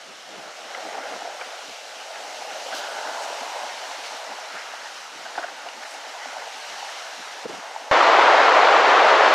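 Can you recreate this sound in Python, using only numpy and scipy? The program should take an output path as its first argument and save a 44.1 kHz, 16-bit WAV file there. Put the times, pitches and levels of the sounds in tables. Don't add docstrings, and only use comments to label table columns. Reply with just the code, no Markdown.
import sys
import numpy as np
from scipy import signal
from scipy.fft import rfft, irfft, next_fast_len
from scipy.io import wavfile
from scipy.ndimage import uniform_filter1d, map_coordinates

SR = 44100
rng = np.random.default_rng(int(sys.argv[2]) if len(sys.argv) > 2 else 0)


def to_wav(s):
    ch = np.atleast_2d(s).T
    pcm = np.round(np.clip(ch, -1, 1) * 32767)
    wavfile.write(sys.argv[1], SR, pcm.astype(np.int16))


N = 411894

# t/s, level/dB
FLOE_PRESSURE = [(0.0, -47.5), (0.26, -49.5), (0.35, -42), (0.64, -43), (0.78, -37.5), (0.98, -35),
                 (1.35, -39), (1.56, -40), (1.78, -45), (2.24, -39.5), (3.16, -33.5), (3.6, -33.5),
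                 (3.99, -39), (4.3, -37), (5.11, -47), (5.28, -42), (5.98, -41.5), (6.38, -39),
                 (6.59, -41.5), (6.79, -40), (7.14, -41), (7.87, -40)]
USUAL_DB = -40
# t/s, change/dB
SLIDING_CHANGE = [(1.5, 0.5), (2.1, -2.5), (2.66, -2.5), (2.85, -0.5), (4.4, 1.5), (4.75, 6), (5.2, 0.5),
                  (7.0, 2.5), (7.88, -.5)]
# t/s, power share of small floes/0-1
SMALL_FLOE_SHARE = [(2.3, 0.1), (3.4, 0.78)]
# t/s, level/dB
SLUSH_LEVEL = [(0.0, -46), (0.42, -44.5), (0.81, -41.5), (2.06, -42), (2.7, -39), (3.51, -38),
               (4.17, -39.5), (4.41, -41), (4.76, -41), (5.55, -43), (6.23, -42), (6.8, -38.5),
               (7.62, -42.5), (7.88, -44.5)]
# f/Hz, level/dB
RUB_SPECTRUM = [(100, -72), (250, -32.5), (400, -12), (540, -2.5), (720, 1), (860, -0.5), (1000, -11),
                (1500, -33), (3000, -54)]
# f/Hz, level/dB
SCRAPE_SPECTRUM = [(600, -45.5), (1000, -5), (1250, 1), (1470, 2), (1850, -2.5), (2150, -2.5), (2600, -14),
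                   (5000, -45)]
# f/Hz, level/dB
SIZZLE_SPECTRUM = [(60, -69), (200, -36), (900, -5), (2400, -1.5), (2900, 2), (3400, -2), (4100, -1),
                   (4700, -3.5), (5600, -2), (6600, -6), (8000, -12.5), (12000, -24), (14500, -31.5),
                   (16000, -41)]
SCRAPE_DB, SCRAPE_GROWS = -43.5, 0.55
LAP_DB, LAP_GROWS = -64.5, 0.79
PLOP_DB, PLOP_GROWS = -37, 1
GULP_DB, GULP_GROWS = -38, 0.96

# t/s, rms level/dB, length/s, change of the upper modes/dB, pitch over that of the usual floe/ratio
FLOE_KNOCKS = [(0.747, -33, 0.0067, 3, 0.93), (0.848, -40, 0.027, -18, 0.89), (0.94, -35, 0.013, -10, .95),
               (0.969, -36, 0.022, -16, 1.06), (1.132, -34, 0.013, -6, 0.86),
               (1.247, -32, 0.011, -18, 0.96), (1.411, -32, 0.0096, -8, 1.02),
               (2.563, -34, 0.011, -12, .89), (2.978, -33, 0.018, -1, 1.02), (4.245, -35, .008, -18, 1),
               (4.853, -38, 0.02, -2, 1.2), (5.25, -36, 0.019, 0, 1.02), (5.352, -34, .008, -3, 1.14),
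               (5.375, -30, 0.008, -6, 1.06), (5.382, -25, 0.005, 5, 1.01), (5.424, -30.5, 0.023, 3, 1),
               (5.48, -33, 0.007, 0, 1.03), (5.659, -37.5, 0.015, -14, 0.94)]
# f/Hz, level/dB, t60/s
FLOE_MODES = [(730, 2, 0.03), (875, -8, 0.037), (1486, 3, 0.017), (2040, -17, .012), (2830, -11, 0.0051)]
CRUMBS_DB, CRUMBS_HALF_S = -16, 0.023
# f/Hz, level/dB
CRUNCH_SPECTRUM = [(50, -45), (150, -29), (300, -8.0), (750, 2.0), (1100, -4.0), (1500, -0.5),
                   (2200, -14.0), (5000, -24), (12000, -54)]

# f/Hz, level/dB
LAP_SPECTRUM = [(25, -40), (80, -24), (130, -29), (200, -7), (280, 6.5), (380, 1.5), (600, -9), (1500, -51)]
# t/s, peak level/dB, f/Hz
CLEAR_PLOPS = [(0.333, -33, 600), (0.474, -31, 655), (0.749, -29, 794), (0.951, -26.5, 770),
               (1.219, -25, 760), (1.274, -23.5, 710), (1.542, -31, 760), (2.106, -29, 685),
               (2.4205, -25, 760), (2.568, -28, 640), (2.7325, -22, 750), (2.846, -25, 760),
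               (3.145, -23.5, 760), (3.913, -25, 860), (4.321, -26, 805), (4.3845, -27.5, 750),
               (4.736, -27, 745), (5.378, -16.5, 760), (5.394, -22.5, 680), (5.444, -22, 696),
               (5.6686, -29, 690), (6.256, -23, 790), (6.366, -25, 780), (6.42, -29, 880),
               (6.827, -24.5, 820), (6.847, -26, 740), (7.761, -20.5, 865)]
# t/s, peak level/dB, f/Hz
PLACED_GULPS = [(0.775, -30, 740), (2.555, -33, 584), (2.658, -29, 527), (3.411, -41, 253),
                (5.384, -38.5, 330)]
# t/s, level/dB, f/Hz, change of the overtones/dB, power share of ring against dry crack/0-1
CRYSTAL_SNAPS = [(0.7467, -23.5, 2035, -6, .85), (1.411, -25.5, 1575, 1, .7), (1.6926, -29, 2600, -3, .3),
                 (1.956, -32, 3000, -10, .6), (2.666, -28, 3020, -5, .6), (5.6865, -24, 2800, -8, 0.15)]
# pitch over the lowest mode/ratio, level/dB
CRYSTAL_OVERTONES = [(1.47, 1), (1.9, -7)]

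# t/s of the middle, rms level/dB at the peak, half length/s, centre f/Hz
SLUSH_WASHES = [(1.68, -46, .05, 4020), (2.166, -42, 0.025, 1700), (2.512, -38, .014, 1900),
                (2.722, -37, 0.008, 1450), (3.235, -44, .024, 6000), (4.062, -38.5, .016, 4100),
                (4.59, -40, 0.036, 1720), (4.858, -45.5, .03, 4180), (5.387, -46, 0.06, 3800),
                (5.42, -39, 0.032, 1100), (5.84, -39, .018, 1500), (5.915, -51.5, 0.048, 6960),
                (6.89, -36, 0.0071, 1500), (7.61, -45, 0.09, 1200)]
WASH_OCTAVES = 0.96

SPLASH_S, SPLASH_RISE_S = 2.718, 0.012
SPRAY_DB, SPRAY_FALL_DB_PER_S = -38, 50
WET_DB, WET_FALL_DB_PER_S = -36, 18
SLOSH_DB, SLOSH_FALL_DB_PER_S = -47.5, 73
DOLLOPS_PER_S, DOLLOP_DB = 45, 2
SHEET_DELAY_S, SHEET_S, SHEET_DB = 0.014, 0.078, -36.5
FOAM_S, FOAM_HALF_S, FOAM_DB = 2.9, 1.04, -51.5
# f/Hz, level/dB
SPRAY_SPECTRUM = [(1500, -39), (2900, 15), (5500, 6.0), (8000, -14), (14500, -31)]
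WET_SPECTRUM = [(200, -68), (900, -31), (1300, -4.0), (1500, -1), (1700, -7.5), (2300, -37), (5000, -62)]
DROPLET_SPECTRUM = [(1800, -27), (3200, 2.5), (6000, 0), (8000, -9), (11000, -15), (15000, -20)]
FOAM_SPECTRUM = [(2000, -32), (4500, 2), (7500, 0.5), (10000, -8.0), (14500, -19)]

CUT_S = 7.9125
RUSH_DB = -13.5
# f/Hz, level/dB
RUSH_SPECTRUM = [(24, -86), (40, -64), (101, -55), (202, -35), (260, -20.5), (461, -4.5), (778, -0.5),
                 (1350, -4), (4130, -21.5), (6640, -33), (8730, -47), (10700, -59.5), (13300, -61),
                 (15500, -69)]
# f/Hz, level/dB
RUSH_BALANCE = [(420, 0), (1000, 0.8), (2400, 1.8), (7000, 2.2), (12000, 3)]
# f/Hz, level/dB
RUSH_SPREAD_SPECTRUM = [(180, -49), (380, -41), (480, -8.0), (750, -1), (1400, -1.5), (3000, -14),
                        (6000, -22.0), (10000, -28.0), (14000, -49)]

# t/s of the middle, rms level/dB, half length/s
WIND_PUFFS = [(0.11, -55, 0.029), (0.4, -50, .012), (0.48, -46, .014), (0.88, -52.5, 0.063),
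              (1.138, -44.5, .022), (1.7, -45.5, .011), (4.552, -47.5, 0.011), (5.2, -59, 0.12),
              (7.198, -47, 0.016)]
BREEZE_DB, CALM_DB, SETTLE_S, FLUTTER_DB = -56.5, -65.5, 0.73, 4.5
GUST_S, GUST_DB, EDDY_GAP_S, EDDY_LOSS_DB, EDDY_HALF_S = 7.46, -30, 0.0426, 4.5, 0.0068
# f/Hz, level/dB
BUFFET_SPECTRUM = [(25, -37), (80, -30), (130, -8.5), (200, 1.5), (450, 4.5), (700, -4.0), (1200, -9.5),
                   (5000, -52), (12000, -73)]
THUD_S = 7.4548
# f/Hz, peak level/dB
THUD_MODES = [(477, -23.5), (250, -37.5)]
DIP_S, DIP_HALF_S, DIP_DB = 7.466, 0.01, -5.5
# t/s, level/dB
LOW_THUDS = [(5.384, -48), (7.912, -24), (8.206, -39)]
# f/Hz, level/dB
WIDTH_SPECTRUM = [(50, -15), (250, -24.0), (1000, 2), (4200, -9.0), (6000, -10), (10500, -13.0), (13000, -48)]
TOP_HZ = 15600


def drifting_ice():
    jerk = wobble(22)

    small_share = curve(SMALL_FLOE_SHARE)
    large, small = [
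        coloured(contacts(rate=450, spread_db=1.0, far_db=2.0), [(hz * pitch, db) for hz, db in RUB_SPECTRUM])
        for pitch in (0.98, 1.12)]
    floes = np.sqrt(1 - small_share) * large + np.sqrt(small_share) * small
    rub_db = USUAL_DB + pressure() - 0.7 + 0.81 * jerk
    rub = amp(rub_db) * patchy(floes, depth_db=0.76)

    rims = patchy(contacts(rate=700, spread_db=1.0, far_db=3.5), depth_db=1.5)
    scrape_db = SCRAPE_DB + SCRAPE_GROWS * pressure() + curve(SLIDING_CHANGE) + 0.35 * jerk
    scrape = amp(scrape_db) * coloured(rims, SCRAPE_SPECTRUM)

    crystals = patchy(contacts(rate=3000, spread_db=6.5, far_db=7.0), depth_db=1.04)
    sizzle_db = curve(SLUSH_LEVEL) + 0.93 + 0.38 * wobble(10)
    sizzle = amp(sizzle_db) * coloured(crystals, SIZZLE_SPECTRUM)
    return rub + scrape + sizzle


def pressure():
    return curve(FLOE_PRESSURE) - USUAL_DB


def knocks():
    out = np.zeros(N)
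    for s, db, length, upper_db, pitch in FLOE_KNOCKS:
        count = int(length * SR)
        knock = 0
        for hz, level, t60 in FLOE_MODES:
            slips = rng.standard_normal(count) * signal.windows.tukey(count)
            mode = signal.fftconvolve(slips, ring(hz * pitch, t60, attack=0.00045))
            mode_db = level + (hz > 1100) * upper_db
            knock = knock + amp(mode_db) * unit(mode)
        add(out, s, amp(db) * knock * np.sqrt(count / np.sum(knock ** 2)))
    return no_bass(out)


def crumbs():
    power = sum(amp(2 * db) * swell(s + length, CRUMBS_HALF_S) for s, db, length, _, _ in FLOE_KNOCKS)
    crunch = coloured(contacts(rate=400, spread_db=3.5, far_db=-4), CRUNCH_SPECTRUM)
    return amp(CRUMBS_DB) * np.sqrt(power) * crunch


def no_bass(x):
    return signal.sosfilt(signal.butter(4, 380, "high", fs=SR, output="sos"), x)


def plops():
    out = np.zeros(N)
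    jostle_db = PLOP_DB + PLOP_GROWS * pressure()
    scattered = random_tones(24, jostle_db, spread_db=1, typical_hz=733, octaves=0.27)
    for s, db, hz in list(CLEAR_PLOPS) + scattered:
        add(out, s, amp(db) * ring(hz, t60=0.011, attack=0.003))
    return no_bass(out)


def lapping():
    level_db = LAP_DB + LAP_GROWS * pressure() + 6.3 * wobble(21)
    return amp(level_db) * coloured(contacts(rate=90, spread_db=3.0, far_db=2.0), LAP_SPECTRUM)


def gulps():
    out = np.zeros(N)
    squeeze_db = GULP_DB + GULP_GROWS * pressure()
    scattered = random_tones(8.2, squeeze_db, spread_db=1, typical_hz=734, octaves=0.168)
    for s, db, hz in list(PLACED_GULPS) + scattered:
        add(out, s, amp(db) * ring(hz, t60=0.042, attack=0.007, glide=0.069))
    return out


def snaps():
    out = np.zeros(N)
    t = np.arange(SR // 8) / SR
    for s, db, hz, upper_db, ringing in CRYSTAL_SNAPS:
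        crack = band(rng.standard_normal(len(t)), hz * 0.74, hz * 1.4) * amp(-60 * t / 0.02)
        modes = [(1, 0)] + [(ratio, level + upper_db) for ratio, level in CRYSTAL_OVERTONES]
        tone = sum(amp(level) * ring(hz * ratio, t60=0.016, attack=0.002) for ratio, level in modes)
        snap = np.sqrt(ringing) * tone + 2.4 * np.sqrt(1 - ringing) * crack
        add(out, s, amp(db - 3.0) * snap)
    return out


def splash():
    age = np.maximum(np.arange(N) / SR - SPLASH_S, 0)
    rise = np.minimum(age / SPLASH_RISE_S, 1)
    dollops_db = DOLLOP_DB * wobble(DOLLOPS_PER_S)

    spray = coloured(contacts(rate=5200, spread_db=10, far_db=4), SPRAY_SPECTRUM)
    spray *= amp(SPRAY_DB - SPRAY_FALL_DB_PER_S * age + 0.5 * dollops_db)
    wet = coloured(contacts(rate=610, spread_db=3.0, far_db=2), WET_SPECTRUM)
    wet *= amp(WET_DB - WET_FALL_DB_PER_S * age + dollops_db)
    slosh = coloured(rng.standard_normal(N), LAP_SPECTRUM)
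    slosh *= amp(SLOSH_DB - SLOSH_FALL_DB_PER_S * age)

    flight = np.clip((age - SHEET_DELAY_S) / SHEET_S, 0, 1)
    droplets = coloured(contacts(rate=5000, spread_db=7, far_db=-1), DROPLET_SPECTRUM)
    sheet = amp(SHEET_DB) * np.sqrt(4 * flight * (1 - flight)) * droplets
    return sheet + rise * (spray + wet + slosh)


def foam():
    fizz = coloured(contacts(rate=3000, spread_db=5, far_db=4), FOAM_SPECTRUM)
    return amp(FOAM_DB) * swell(FOAM_S, FOAM_HALF_S) * fizz


def washes():
    out = np.zeros(N)
    bubbles = contacts(rate=1600, spread_db=3.5, far_db=-4)
    half_band = 2 ** (WASH_OCTAVES / 2)
    for s, db, half_length, hz in SLUSH_WASHES:
        hiss = unit(band(bubbles, hz / half_band, hz * half_band))
        out += amp(db) * swell(s, half_length) * hiss
    return out


def rushing_water():
    surge = amp(0.1 * wobble(10))
    churn = surge * patchy(contacts(rate=5000, spread_db=2.5, far_db=3.0), depth_db=0.42)
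    mid = amp(RUSH_DB) * coloured(churn, RUSH_SPECTRUM)
    balance_db = np.interp(np.fft.rfftfreq(N, 1 / SR), *np.transpose(RUSH_BALANCE))
    lean = irfft(rfft(mid) * (amp(balance_db / 2) - 1), N)
    spread = amp(-37.0) * coloured(rng.standard_normal(N), RUSH_SPREAD_SPECTRUM)
    side = lean + spread
    return np.array([mid + side, mid - side])


def wind():
    breeze_db = CALM_DB + (BREEZE_DB - CALM_DB) * swell(0, SETTLE_S)
    force = amp(breeze_db + FLUTTER_DB * wobble(10))
    eddies = [(GUST_S + k * EDDY_GAP_S, GUST_DB - k * EDDY_LOSS_DB, EDDY_HALF_S * np.sqrt(k + 1))
              for k in range(4)]
    for s, db, half_length in list(WIND_PUFFS) + eddies:
        force += amp(db) * swell(s, half_length)
    shared = rng.standard_normal(N)
    ports = [coloured(shared + rng.standard_normal(N), BUFFET_SPECTRUM) for _ in range(2)]
    return force * amp(-1.0) * np.array(ports)


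def thud():
    out = np.zeros(N)
    for hz, db in THUD_MODES:
        add(out, THUD_S, amp(db) * ring(hz, t60=0.019, attack=0.0075))
    return out


def low_thuds():
    out = np.zeros(N)
    for s, db in LOW_THUDS:
        add(out, s, amp(db + 1.5) * ring(hz=75, t60=0.011, attack=0.0009))
    return out


def amp(db):
    return 10 ** (np.asarray(db) / 20)


def unit(x):
    return x / np.sqrt(np.mean(x ** 2) + 1e-20)


def curve(rows):
    return np.interp(np.arange(N) / SR, *np.transpose(rows))


def swell(s, half_length):
    return np.exp(-0.5 * ((np.arange(N) / SR - s) / half_length) ** 2)


def wobble(rate):
    knots = rng.standard_normal(int(N * rate / SR) + 4)
    return map_coordinates(knots, [np.arange(N) * rate / SR])


def band(x, low_hz, high_hz):
    return signal.lfilter(*signal.butter(2, [low_hz, high_hz], "band", fs=SR), x)


def coloured(x, points):
    m = 2 * next_fast_len(N // 2 + SR // 4)
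    hz, db = np.transpose(points)
    shape_db = np.interp(np.log(np.fft.rfftfreq(m, 1 / SR) + 1), np.log(hz), db)
    cepstrum = irfft(np.log(amp(shape_db)), m)
    response = np.exp(rfft(2 * cepstrum[:m // 2], m))
    return unit(irfft(rfft(x, m) * response, m)[:N])


def patchy(x, depth_db):
    z = signal.stft(x, nperseg=512)[2]
    field = uniform_filter1d(rng.standard_normal(z.shape), size=5, axis=0)
    field = uniform_filter1d(field, size=10, axis=1)
    return signal.istft(z * amp(depth_db * unit(field)), nperseg=512)[1][:N]


def contacts(rate, spread_db, far_db):
    hits = rng.random(N) < rate / SR
    size_db = spread_db * np.clip(rng.standard_normal(N), -2, 2)
    near = hits * amp(size_db) * rng.choice([-1, 1], N)
    far = rng.standard_normal(N)
    return unit(unit(near) + amp(far_db) * far)


def random_tones(rate, level_db, spread_db, typical_hz, octaves):
    starts = np.flatnonzero(rng.random(N) < rate / SR)
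    chance = rng.standard_normal((len(starts), 2))
    return [(i / SR, level_db[i] + spread_db * a, typical_hz * 2 ** (octaves * b))
            for i, (a, b) in zip(starts, chance)]


def ring(hz, t60, attack, glide=0):
    t = np.arange(SR // 8) / SR
    life = amp(-60 * t / t60) * (1 - np.exp(-(t / attack) ** 2))
    cycles = hz * t * (1 + 0.5 * glide * t / t60)
    return life / life.max() * np.sin(2 * np.pi * (cycles + rng.random()))


def add(track, s, sound):
    part = track[round(s * SR):][:len(sound)]
    part += sound[:len(part)]


def scene():
    ice = drifting_ice() + knocks() + crumbs() + plops() + lapping() + gulps() + snaps()
    ice = ice + splash() + foam() + washes()
    ice = ice * amp(DIP_DB * swell(DIP_S, DIP_HALF_S))
    width = amp(-62) * coloured(rng.standard_normal(N), WIDTH_SPECTRUM)
    shore = ice + thud() + np.array([width, -width]) + wind()
    change = uniform_filter1d(1.0 * (np.arange(N) / SR > CUT_S), size=32)
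    return (1 - change) * shore + change * rushing_water() + low_thuds()


def record(dry):
    m = next_fast_len(N + SR // 2)
    kept = np.fft.rfftfreq(m, 1 / SR) < TOP_HZ
    return irfft(rfft(dry, m) * kept, m)[:, :N]


dry = scene()
out = record(dry)
to_wav(out)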